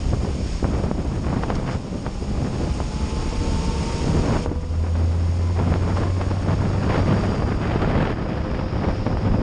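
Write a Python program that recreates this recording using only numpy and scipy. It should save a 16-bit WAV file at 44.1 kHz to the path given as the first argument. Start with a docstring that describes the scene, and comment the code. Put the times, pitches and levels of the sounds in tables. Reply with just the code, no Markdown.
"""A rain-soaked city road, heard from behind the screen of a motorcycle gathering speed.
Wind buffets the microphone in gusts, and single eddies slap its port. The tyres tear off a hiss
of spray and splash through standing water. Underneath, the exhaust drones and the gears whine,
all rising with the engine. The housing round the microphone colours the treble."""
import sys
import numpy as np
from scipy import signal
from scipy.fft import rfft, irfft, next_fast_len
from scipy.io import wavfile
from scipy.ndimage import uniform_filter1d

SR = 44100
rng = np.random.default_rng(int(sys.argv[2]) if len(sys.argv) > 2 else 0)


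def wrap_up_sound(samples):
    """Save the sound to the file named by the first command line argument, as 16-bit audio."""
    columns = np.atleast_2d(samples).T
    # keep every value between -1 and 1, then stretch to whole-number steps
    tamed = np.clip(columns, -1, 1)
    steps = np.round(tamed * 32767).astype(np.int16)
    wavfile.write(sys.argv[1], SR, steps)


N = 415422

# Engine speed. Each row: time in seconds, firing rate in Hz.
FIRING_HZ = [(0, 59.5), (1.3, 63), (2, 65.4), (2.5, 68), (3.1, 71), (3.7, 73.7), (4.2, 76.8), (4.7, 81.2),
             (5.5, 87.4), (6, 91.2), (6.7, 96.5), (7.3, 99.8), (8.3, 103.4), (8.8, 103.9), (9.42, 104)]
# Exhaust drone at the firing rate. Each row: time in seconds, level in dB.
DRONE_DB = [(0, -42.5), (1.8, -39), (2.4, -32), (4.35, -33.5), (4.75, -22.5), (5.1, -19), (5.7, -20.5),
            (6.1, -22), (6.7, -23.5), (8.5, -38.5), (9.42, -25.5)]
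# Exhaust overtones and gear tones, each swelling through a resonance.
# Each row: multiple of the firing rate, resonance in Hz, width in Hz, level at resonance in dB.
WHINES = [(2, 150, 14, -37), (2, 186, 56, -40), (3, 200, 40, -37.5), (3, 295, 50, -38), (5, 518, 7, -39),
          (6.12, 476, 46, -38.5), (6.12, 585, 70, -44), (6.55, 474, 30, -41.5), (12, 890, 36, -43),
          (12.23, 905, 72, -38.5), (12.23, 840, 40, -50), (12.23, 1220, 60, -45), (14.75, 1090, 160, -48.5),
          (11.55, 1045, 110, -47), (18.05, 1300, 130, -53), (24, 2100, 260, -57.5),
          (47.7, 4720, 220, -53.5), (48, 4980, 60, -59.5)]
# Steady flow round the screen. Each row: time in seconds, buffeting in dB, rumble in dB.
AIRFLOW_DB = [(0, -29.5, -22.5), (.8, -31.5, -27), (1.5, -28.5, -26.5), (2, -32, -31), (3, -30, -24),
              (4.3, -26.5, -24), (4.65, -34.5, -28), (5.4, -31, -36), (5.7, -31.5, -26), (6.4, -28, -28),
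              (7.1, -23.5, -25.5), (7.999, -28.5, -26.5), (8.25, -29, -31), (8.7, -28.5, -27),
              (9.42, -28, -21.5)]
# Gusts over the screen. Each row: start in seconds, length in seconds, buffeting in dB, tilt in dB.
GUSTS = [(0.113, 0.031, -21.5, -6), (0.217, .07, -25.5, 0.5), (0.345, .07, -25, -13),
         (0.629, .09, -22, -1.5), (0.734, .15, -24, 3.5), (0.976, .19, -28, 3), (1.236, .2, -27, 10),
         (1.471, 0.15, -30.5, 17.5), (1.656, 0.082, -28.5, 22), (1.926, 0.043, -27.5, -4.5),
         (2.21, 0.023, -26, -10), (2.34, .14, -25, 0.5), (2.528, .15, -25, -1.5), (3.389, 0.33, -28, -12.5),
         (4.06, .11, -24, -4.5), (4.178, .1, -23, -0.5), (4.278, 0.099, -20.5, 3), (4.837, .035, -31, 9.5),
         (4.942, 0.098, -30, 1.5), (5.566, 0.14, -24, 0.5), (5.698, 0.074, -23.5, -0.5),
         (5.811, .26, -26, 2), (6.473, 0.041, -22, 1), (6.626, 0.023, -22.5, -1), (6.898, 0.09, -22.5, 7.5),
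         (7.057, .07, -24, 3), (7.175, 0.2, -35, 7), (7.611, 0.503, -29, 11), (7.788, .23, -24.5, 1.5),
         (8.138, 0.46, -37, 15), (8.812, 0.067, -20, -4.5), (9.064, 0.069, -23, -10.5),
         (9.214, 0.25, -22.5, -6.5)]
# Buffeting spectrum. Each row: frequency in Hz, density in dB.
WIND_SPECTRUM_DB = [(60, -28.5), (85, 10), (120, 8.5), (200, 6.5), (300, 2), (500, -3), (700, -6),
                    (1000, -10), (1300, -13.5), (2000, -20), (3000, -27.5), (4100, -33), (5500, -46.5),
                    (9500, -52)]
# Spectrum of the wind's slow pressure swell. Each row: frequency in Hz, density in dB.
RUMBLE_SPECTRUM_DB = [(10, -21), (20, -8), (32, -1), (52, -2), (75, 1.5), (105, -19.5), (160, -19)]
# Tyre hiss, louder over standing water. Each row: time in seconds, level in dB.
SPRAY_DB = [(0, -48.5), (.82, -50.5), (.92, -53.5), (1.3, -51.5), (1.85, -53), (2.75, -47.5), (3.1, -45.5),
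            (3.95, -42.5), (4.44, -45.5), (4.48, -56.5), (5, -52.5), (6, -50.5), (6.6, -50.5),
            (7.27, -48.5), (7.45, -52), (8.25, -57), (8.95, -51), (9.42, -54.5)]
# Spray spectrum. Each row: frequency in Hz, density in dB.
SPRAY_SPECTRUM_DB = [(300, -4.5), (500, 6.5), (720, -5.5), (1050, 4.5), (1700, -4.5), (2400, 0),
                     (3200, -2.5), (4500, -3), (5400, -4), (6500, -6), (9500, -11), (11000, -44)]
# Water film on the housing. Each row: time in seconds, gain in dB of the spray above about 6 kHz.
FILM_DB = [(0, 1), (6, 0), (7.2, -2), (7.7, -2.5), (8.7, -9), (9.42, -5.5)]
# Eddies bursting on the port. Each row: time in seconds, front in dB, front width in ms, rasp in dB.
SLAPS = [(0.1342, -8.5, .5, -33), (0.629, -6, 1, -41), (0.6442, -7, 0.38, -41), (0.652, -4.5, .38, -36.5),
         (0.8393, -7.5, 0.77, -27.5), (.914, -3.5, 0.48, -31), (1.051, -18, .6, -41),
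         (1.3288, -10.5, 0.44, -31), (1.4359, -10.5, 0.26, -20.5), (1.503, -3.5, 0.28, -23),
         (2.065, -11, 0.35, -26.5), (2.8031, -8, .4, -35), (3.327, -14.5, .52, -33),
         (4.0435, -11, 0.62, -39), (4.461, -9, .5, -36.5), (4.5162, -10.5, 0.91, -36),
         (4.9544, -20.5, .26, -36.5), (5.592, -14.5, 0.28, -27.5), (5.74, -10, 0.2, -32),
         (5.9734, -15.5, 0.34, -21), (6.2144, -18, 0.28, -22.5), (6.3124, -12, .65, -25),
         (6.925, -12.5, 0.19, -25), (7.423, -9.5, .48, -27.5), (7.7599, -5, 0.8, -23.5),
         (7.8754, -10.5, 0.79, -30), (8.074, -13.5, 0.17, -22), (8.5923, -10, 0.64, -29),
         (9.0662, -10, 0.38, -25.5), (9.1715, -13, 0.28, -31), (9.316, -13, 0.41, -43)]
# Spectrum of the rasp round a slap. Each row: frequency in Hz, density in dB.
RASP_SPECTRUM_DB = [(200, -16), (500, 1.5), (1000, -4.5), (2000, -19.5), (3200, -23), (6000, -33.5)]
# Splashes. 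Each row: centre in seconds, half length in seconds, level in dB.
SPLASHES = [(0.518, 0.098, -43.5), (1.556, 0.0034, -37), (1.725, 0.024, -44.5), (5.986, 0.036, -45)]
# Splash spectrum. Each row: frequency in Hz, density in dB.
SPLASH_SPECTRUM_DB = [(1500, -5.5), (3800, -9), (5400, -6.5), (6600, -12.5), (9000, -15)]
# Treble peaks and notches of the housing. Each row: frequency in Hz, gain in dB.
HOUSING_DB = [(1, 0), (3200, 0), (4100, -3), (4800, 3), (5600, 4), (5850, -2), (6030, -8), (6270, -3.5),
              (6420, 5), (6900, 1.5), (7600, -3), (8500, -3), (9150, 0), (9550, -3), (11000, -20)]

TIME_S = np.arange(N) / SR


def from_db(db):
    """Decibels to gain."""
    return 10 ** (np.asarray(db) / 20)


def unit_rms(x):
    """Scale to rms 1."""
    return x / np.sqrt(np.mean(x ** 2) + 1e-20)


def curve(rows):
    """Rows of time and value, interpolated at every sample."""
    return np.interp(TIME_S, *np.transpose(rows))


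def gain_at(spectrum_db, hz):
    """Gain of a spectrum table at hz; -90 dB beyond its ends."""
    knots_hz, db = np.transpose(spectrum_db)
    return from_db(np.interp(np.log(hz + 1e-3), np.log(knots_hz), db, left=-90, right=-90))


def drift(rate_hz):
    """Smooth random curve of rms 1, changing at about rate_hz."""
    hop, settle = 20, 4000
    pole = np.exp(-2 * np.pi * rate_hz * hop / SR)
    white = rng.standard_normal(N // hop + settle + 2)
    slow = signal.lfilter([1], [1, -2 * pole, pole * pole], white)[settle:]
    return np.interp(np.arange(N) / hop, np.arange(len(slow)), unit_rms(slow))


def noise(shape):
    """Noise with gain shape(hz); gain 1 over a 1 kHz band gives rms 1."""
    size = next_fast_len(N)
    hz = np.arange(size // 2 + 1) * SR / size
    return irfft(rfft(rng.standard_normal(size)) * shape(hz), size)[:N] * np.sqrt(SR / 2000)


def flicker(wander, depth_db):
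    """Gain of rms 1 that follows wander, soft-limited, by about depth_db per unit."""
    return unit_rms(from_db(depth_db * 3.48 * np.tanh(wander / 3.65)))


def engine():
    """Firing tone, overtones and gear mesh tones all turn with one crankshaft."""
    firing_hz = curve(FIRING_HZ)
    phase_rad = 2 * np.pi * np.cumsum(firing_hz * (1 + .0015 * drift(6.3))) / SR
    out = np.sin(phase_rad) * from_db(curve(DRONE_DB)) * flicker(drift(11), depth_db=-1.0)
    for multiple, centre_hz, width_hz, db in WHINES:
        resonance = 1 / (1 + (2 * (multiple * firing_hz - centre_hz) / width_hz) ** 2)
        backlash_rad = 0.027 * multiple * drift(45)  # tooth play blurs the higher tones
        tone = np.sin(multiple * phase_rad + backlash_rad)
        out += from_db(db) * resonance * tone * flicker(drift(3 * multiple), depth_db=2.5)
    return np.sqrt(2) * out


def airflow():
    """Steady flow, gusts and the puffs that slaps drag along add in power; returns three dB curves."""
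    attack_s, release_s, puff_db = 0.022, 0.042, -18.5
    knots_s, steady_db, rumble_db = np.transpose(AIRFLOW_DB)
    power = from_db(np.interp(TIME_S, knots_s, steady_db)) ** 2
    weighted_tilt = 0
    for start_s, length_s, db, gust_tilt_db in GUSTS:
        corners_s = [-attack_s / 2, attack_s / 2, length_s, length_s + release_s]
        gust_power = (from_db(db) * np.interp(TIME_S - start_s, corners_s, [0, 1, 1, 0])) ** 2
        power += gust_power
        weighted_tilt += gust_power * gust_tilt_db
    for at_s, front_db, _, _ in SLAPS:
        puff = np.interp(TIME_S - at_s, [-0.0065, 0, 0.026], [0, 1, 0])
        power += (from_db(front_db + puff_db) * puff) ** 2
    buffet_db = 10 * np.log10(power) + 1.1 * drift(18.2)
    firing_hz = curve(FIRING_HZ)
    speed_tilt_db = -2.5 + 0.2316 * (firing_hz - firing_hz.mean())  # air tears more finely with speed
    tilt_db = speed_tilt_db + weighted_tilt / power
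    return buffet_db, tilt_db, np.interp(TIME_S, knots_s, rumble_db)


def wind():
    """Eddies hit all octaves at once, over a low swell; the treble flickers most deeply."""
    buffet_db, tilt_db, rumble_db = airflow()
    tilt_db += 0.084 * (buffet_db + 19.0)  # stronger flow is brighter
    eddies = 0.45 * drift(25) + 0.93 * drift(130)
    buffet = 0
    for centre_hz in 62.5 * 2. ** np.arange(8):
        octave = lambda hz: np.cos(np.pi / 2 * np.clip(np.log2((hz + 1e-3) / centre_hz), -1, 1))
        band = noise(lambda hz: gain_at(WIND_SPECTRUM_DB, hz) * octave(hz))
        treble_weight = np.clip(np.log2(centre_hz / 350) / 2.5, 0, 1.2)
        bursts = flicker(eddies + 0.46 * drift(77), depth_db=2.5 + 0.39 * treble_weight)
        buffet += band * bursts * from_db(treble_weight * tilt_db)
    swell = unit_rms(noise(lambda hz: gain_at(RUMBLE_SPECTRUM_DB, hz)))
    swell /= np.sqrt(uniform_filter1d(swell ** 2, size=7000) + 0.048)  # evens the level
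    rumble = swell * from_db(rumble_db) * flicker(drift(11), depth_db=2.5)
    return buffet * stalls() * from_db(buffet_db) + rumble


def spray():
    """Water torn off the tyres hisses; a film on the housing dulls its top."""
    top_share = lambda hz: np.clip((hz - 5400) / 1000, 0, 1)
    body = noise(lambda hz: gain_at(SPRAY_SPECTRUM_DB, hz) * np.sqrt(1 - top_share(hz)))
    top = noise(lambda hz: gain_at(SPRAY_SPECTRUM_DB, hz) * np.sqrt(top_share(hz)))
    hiss = body + top * from_db(curve(FILM_DB))
    return hiss * from_db(curve(SPRAY_DB)) * flicker(drift(45), depth_db=0.64)


def stalls(depth_db=-4.0, length_s=0.02):
    """The flow stalls just before an eddy bursts; returns a gain."""
    corners_s = [-length_s, -length_s / 2, -length_s / 10, 0]
    dips = sum(np.interp(TIME_S - at_s, corners_s, [0, 1, 1, 0]) for at_s, *_ in SLAPS)
    return from_db(depth_db * np.minimum(dips, 1))


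def slaps(rasp_decay_s=0.011):
    """An eddy passes the port as one steep pressure front inside a short rasp of torn air."""
    out = np.zeros(N)
    offsets = np.arange(-SR // 20, SR // 20)
    lag_s = offsets / SR
    rasp = noise(lambda hz: gain_at(RASP_SPECTRUM_DB, hz))
    rasp_envelope = np.exp(-np.abs(lag_s) / rasp_decay_s)
    for at_s, front_db, front_ms, rasp_db in SLAPS:
        angle_rad = rng.uniform(0, 2 * np.pi)  # direct hit: a spike; glancing: push and pull
        front = np.real(np.exp(1j * angle_rad) / (1 + 1j * lag_s * 1000 / front_ms) ** 2)
        span = int(at_s * SR) + offsets
        out[span] += from_db(front_db) * front + from_db(rasp_db) * rasp[span] * rasp_envelope
    return out


def splashes():
    """Deeper water throws up brief, bright sheets of spray."""
    envelope = np.zeros(N)
    for centre_s, half_length_s, db in SPLASHES:
        envelope += from_db(db) * np.exp(-.5 * ((TIME_S - centre_s) / half_length_s) ** 2)
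    return envelope * noise(lambda hz: gain_at(SPLASH_SPECTRUM_DB, hz))


def scene():
    """All sources at one microphone."""
    return (engine() + wind() + slaps() + spray() + splashes())[None]


def record(dry):
    """Housing colour, soft clipping, end fades, low-pass."""
    ceiling, cutoff_hz = .5, 9650
    size = next_fast_len(N + SR // 10)
    hz = np.arange(size // 2 + 1) * SR / size
    housed = irfft(rfft(dry, size) * gain_at(HOUSING_DB, hz), size)[:, :N]
    clipped = ceiling * np.tanh(housed / ceiling)
    faded = clipped * signal.windows.tukey(N, .0005)
    return signal.sosfilt(signal.ellip(10, .3, 70, cutoff_hz, fs=SR, output="sos"), faded)


dry = scene()
out = record(dry)
wrap_up_sound(out)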